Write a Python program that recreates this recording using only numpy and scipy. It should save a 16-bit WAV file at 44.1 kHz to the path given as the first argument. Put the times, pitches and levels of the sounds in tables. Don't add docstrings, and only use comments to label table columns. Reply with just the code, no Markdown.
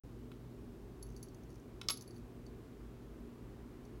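import sys
import numpy as np
from scipy import signal
from scipy.fft import rfft, irfft
from scipy.io import wavfile
from scipy.ndimage import map_coordinates

SR = 44100
rng = np.random.default_rng(int(sys.argv[2]) if len(sys.argv) > 2 else 0)


def to_wav(sig):
    pcm = np.clip(np.atleast_2d(sig), -1, 1) * 32767
    pcm = np.round(pcm).astype(np.int16)
    wavfile.write(sys.argv[1], SR, pcm.T)


N = 176400
SCENE_S = np.arange(N) / SR
EVENT_S = np.arange(SR // 2) / SR

# freq_hz, level_db
CLICK_SPECTRUM = [(500, -34), (3600, -24), (4500, -3.5), (4950, -11), (5500, -3), (6400, 1.5), (7700, -15),
                  (9200, -8.5), (12500, -17), (15500, -13)]
CLICK_T60_S, RING_ATTACK_S, BELL_WET_DB = 0.029, 0.00044, -3


def amp(db):
    return 10 ** (np.asarray(db) / 20)


def along(points, hz):
    freqs_hz, values = np.transpose(points)
    return np.interp(np.log(hz + 1), np.log(freqs_hz + 1), values)


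def noise(spectrum, size):
    gain = amp(along(spectrum, np.fft.rfftfreq(size, 1 / SR)))
    x = irfft(rfft(rng.standard_normal(size)) * gain, size)
    return x / np.sqrt(np.mean(x ** 2) + 1e-20)


def wobble(rate_hz):
    return map_coordinates(rng.standard_normal(1024), [SCENE_S * rate_hz], mode="mirror")


def rise(attack_s):
    return 1 - np.exp(-EVENT_S / attack_s)


def fade(t60_s):
    return 1000 ** (-EVENT_S / t60_s)


def mode(hz, db, t60_s):
    return amp(db) * np.sin(2 * np.pi * (hz * EVENT_S + rng.random())) * fade(t60_s)


def burst(spectrum, t60_s):
    return noise(spectrum, len(EVENT_S)) * fade(t60_s) * rise(attack_s=0.00023)


def add(track, start_s, sound):
    part = track[round(start_s * SR):][:len(sound)]
    part += sound[:len(part)]


def in_room(x, wet_db=0, gap_s=0.014):
    # freq_hz, t60_s
    decay = [(300, 0.057), (1500, 0.23), (5000, 0.29), (12000, 0.09)]
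    size = len(EVENT_S)
    hz, time_s, bands = signal.stft(rng.standard_normal(size), SR, nperseg=256)
    bands *= 1000 ** (-time_s / along(decay, hz)[:, None])
    tail = signal.istft(bands, SR, nperseg=256)[1][:size]
    recess = rng.standard_normal(size) * fade(t60_s=0.1)
    response = amp(-16.5) * tail / np.linalg.norm(tail) + amp(-13.5) * recess / np.linalg.norm(recess)
    wet = signal.fftconvolve(x, np.pad(response, (round(gap_s * SR), 0)))[:len(x)]
    return x + amp(wet_db) * wet


def room_tone(rumble_db=-53, waver_db=3.5, waver_rad=0.76):
    # freq_hz, level_db
    partials = [(53, -61), (120, -60), (240, -63)]
    # freq_hz, level_db
    rumble = [(20, -32), (35, -7), (50, -3), (58, 1.5), (72, -13), (100, -8), (145, -9.5), (185, -10),
              (280, -8), (400, -8.5), (500, -19.5), (720, -24.5), (1100, -29.5), (2000, -37.5),
              (4000, -41.5), (8000, -46.5), (15500, -48)]
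    hum = np.zeros(N)
    for hz, db in partials:
        peak = np.sqrt(2) * amp(db + waver_db * wobble(5.96))
        hum += peak * np.sin(2 * np.pi * hz * SCENE_S + waver_rad * wobble(5.98))
    return hum + amp(rumble_db) * noise(rumble, N)


def outdoors(start_db=-78.5, growth_db_per_s=1.8):
    # freq_hz, level_db
    wash = [(300, -41), (600, -17.5), (1000, 2), (1500, -3), (2500, -8.5), (5000, -24.5), (10000, -41)]
    return amp(start_db + growth_db_per_s * SCENE_S) * noise(wash, N)


def flap(crack_db=-3.5):
    # start_s, level_db, brightness_hz
    ticks = [(0.3164, -52.5, 3380), (1.814, -42.5, 8000)]
    # pitch_hz, level_db, t60_s
    modes = [(1093, -8, 0.038), (1374, -3.5, 0.032), (2230, -11, 0.041), (2590, -2.5, 0.024),
             (3070, -7, 0.035), (3460, -2, 0.026), (3880, 0, 0.028), (5060, -5, 0.018), (5480, 0, 0.016),
             (6170, -8, 0.019), (8870, -3, 0.02), (9600, -6, 0.012)]
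    out = np.zeros(N)
    for start_s, level_db, bright_hz in ticks:
        ring = sum(mode(hz, db, t60_s) / np.hypot(1, (hz / bright_hz) ** 4) for hz, db, t60_s in modes)
        crack = amp(crack_db) * burst([(bright_hz / 2, 0), (bright_hz * 2, -18)], t60_s=0.029)
        tick = ring * rise(RING_ATTACK_S) + crack
        add(out, start_s, in_room(amp(level_db) * tick))
    return out


def pellet_roll(clicks_per_s=34, spread_db=3.5):
    # start_s, end_s, click_db
    rolls = [(1, 1.62, -72), (1.93, 2.18, -68)]
    out = np.zeros(N)
    for start_s, end_s, click_db in rolls:
        for click_s in rng.uniform(start_s, end_s, int((end_s - start_s) * clicks_per_s)):
            gain = amp(click_db - spread_db * rng.standard_normal())
            add(out, click_s, gain * burst(CLICK_SPECTRUM, CLICK_T60_S))
    return in_room(out, BELL_WET_DB)


def bell(scatter_hz=35, twin_offset_hz=89, twin_db=-6):
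    # start_s, click_db, low_mode_db, middle_mode_db, top_mode_db
    strikes = [(1.027, -51.5, -53, -71, -46), (1.066, -65, -75, -78, -61), (1.0887, -65, -77, -80, -75),
               (1.1642, -56.5, -58.5, -64, -70), (1.174, -61, -76, -78, -74),
               (1.2282, -48.5, -54.5, -58, -48.5), (1.234, -55.5, -74, -66, -72),
               (1.285, -61.5, -65, -80, -78), (1.346, -60, -68, -71, -73), (1.4348, -65.5, -76, -84, -84),
               (1.5028, -62.5, -71, -72, -76), (1.5545, -72, -82, -84, -82), (1.8858, -50, -31, -55, -62),
               (1.9196, -66, -43, -62, -57), (1.9402, -55, -57, -52, -59), (1.9727, -49, -48.5, -64, -52),
               (2.01, -49.5, -56, -66, -57), (2.022, -52.5, -68, -68, -55.5),
               (2.077, -61, -55.5, -64, -57.5), (2.108, -63, -56.5, -68, -68),
               (2.1633, -69, -60.5, -70, -68), (2.171, -67, -64, -76, -76), (2.4652, -62, -59, -85, -81),
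               (3.852, -63, -67, -83, -82)]
    # pitch_hz, t60_s
    modes = [(4520, 0.042), (10590, 0.065), (11120, 0.055)]
    out = np.zeros(N)
    for start_s, click_db, *modes_db in strikes:
        ring = np.zeros(len(EVENT_S))
        for k, ((hz, t60_s), db) in enumerate(zip(modes, modes_db)):
            hz = hz + rng.uniform(-scatter_hz, scatter_hz)
            wave = np.sin(2 * np.pi * hz * EVENT_S)
            if k == 0:
                wave += amp(twin_db) * np.sin(2 * np.pi * (hz + twin_offset_hz) * EVENT_S)
            ring += amp(db) * wave * fade(t60_s)
        click = amp(click_db) * burst(CLICK_SPECTRUM, CLICK_T60_S)
        add(out, start_s, in_room(ring * rise(RING_ATTACK_S) + click, BELL_WET_DB))
    return out


def frame_knock(crack_t60_s=0.019, thud_t60_s=0.044):
    # start_s, level_db, thud_db, fizz_db
    hits = [(1.8858, -24.5, -40.5, -49), (1.898, -29.5, -39, -50), (1.9033, -27, -39.5, -43)]
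    # pitch_hz, level_db, t60_s
    modes = [(542, -1.5, 0.076), (1135, 1.5, 0.077), (1283, -3, 0.11), (2194, 2, 0.067), (2530, 0, 0.1),
             (3060, -1, 0.069), (3490, 3, .045), (3840, 5, 0.048), (4500, 7, .035), (5090, 1, 0.038),
             (5200, 0, 0.038), (6360, 4, 0.069)]
    # freq_hz, level_db
    crack_spectrum = [(300, -27), (1700, -24), (2300, -7.5), (3300, -4), (4500, 0), (5350, 2.5), (5700, -8),
                      (6300, -2.5), (7800, -18), (8700, -11), (10000, -23), (16000, -34)]
    # freq_hz, level_db
    thud_spectrum = [(150, -32), (480, -6), (760, -11.5), (1050, -1), (1300, -4), (1650, -10), (3000, -14)]
    # freq_hz, level_db
    fizz_spectrum = [(6000, -36), (11000, -12), (14500, 9), (16000, 4)]
    out = np.zeros(N)
    for start_s, level_db, thud_db, fizz_db in hits:
        frame = amp(-25) * sum(mode(hz, db, t60_s) for hz, db, t60_s in modes)
        crack = burst(crack_spectrum, crack_t60_s)
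        thud = amp(thud_db) * burst(thud_spectrum, thud_t60_s)
        fizz = amp(fizz_db) * burst(fizz_spectrum, crack_t60_s)
        hit = amp(level_db) * (crack + frame) + thud + fizz
        add(out, start_s, in_room(hit, wet_db=-2))
    sing = mode(hz=11110, db=-15, t60_s=0.058) * rise(attack_s=0.014) ** 2
    add(out, start_s=1.901, sound=in_room(sing, wet_db=2.5))
    return out


def scene():
    return (room_tone() + outdoors() + bell() + frame_knock() + flap() + pellet_roll())[None]


def record(dry):
    start_s, cutoff_hz = 0.036, 15900
    gated = dry * (SCENE_S >= start_s)
    return irfft(rfft(gated) * (np.fft.rfftfreq(N, 1 / SR) < cutoff_hz), N)


dry = scene()
out = record(dry)
to_wav(out)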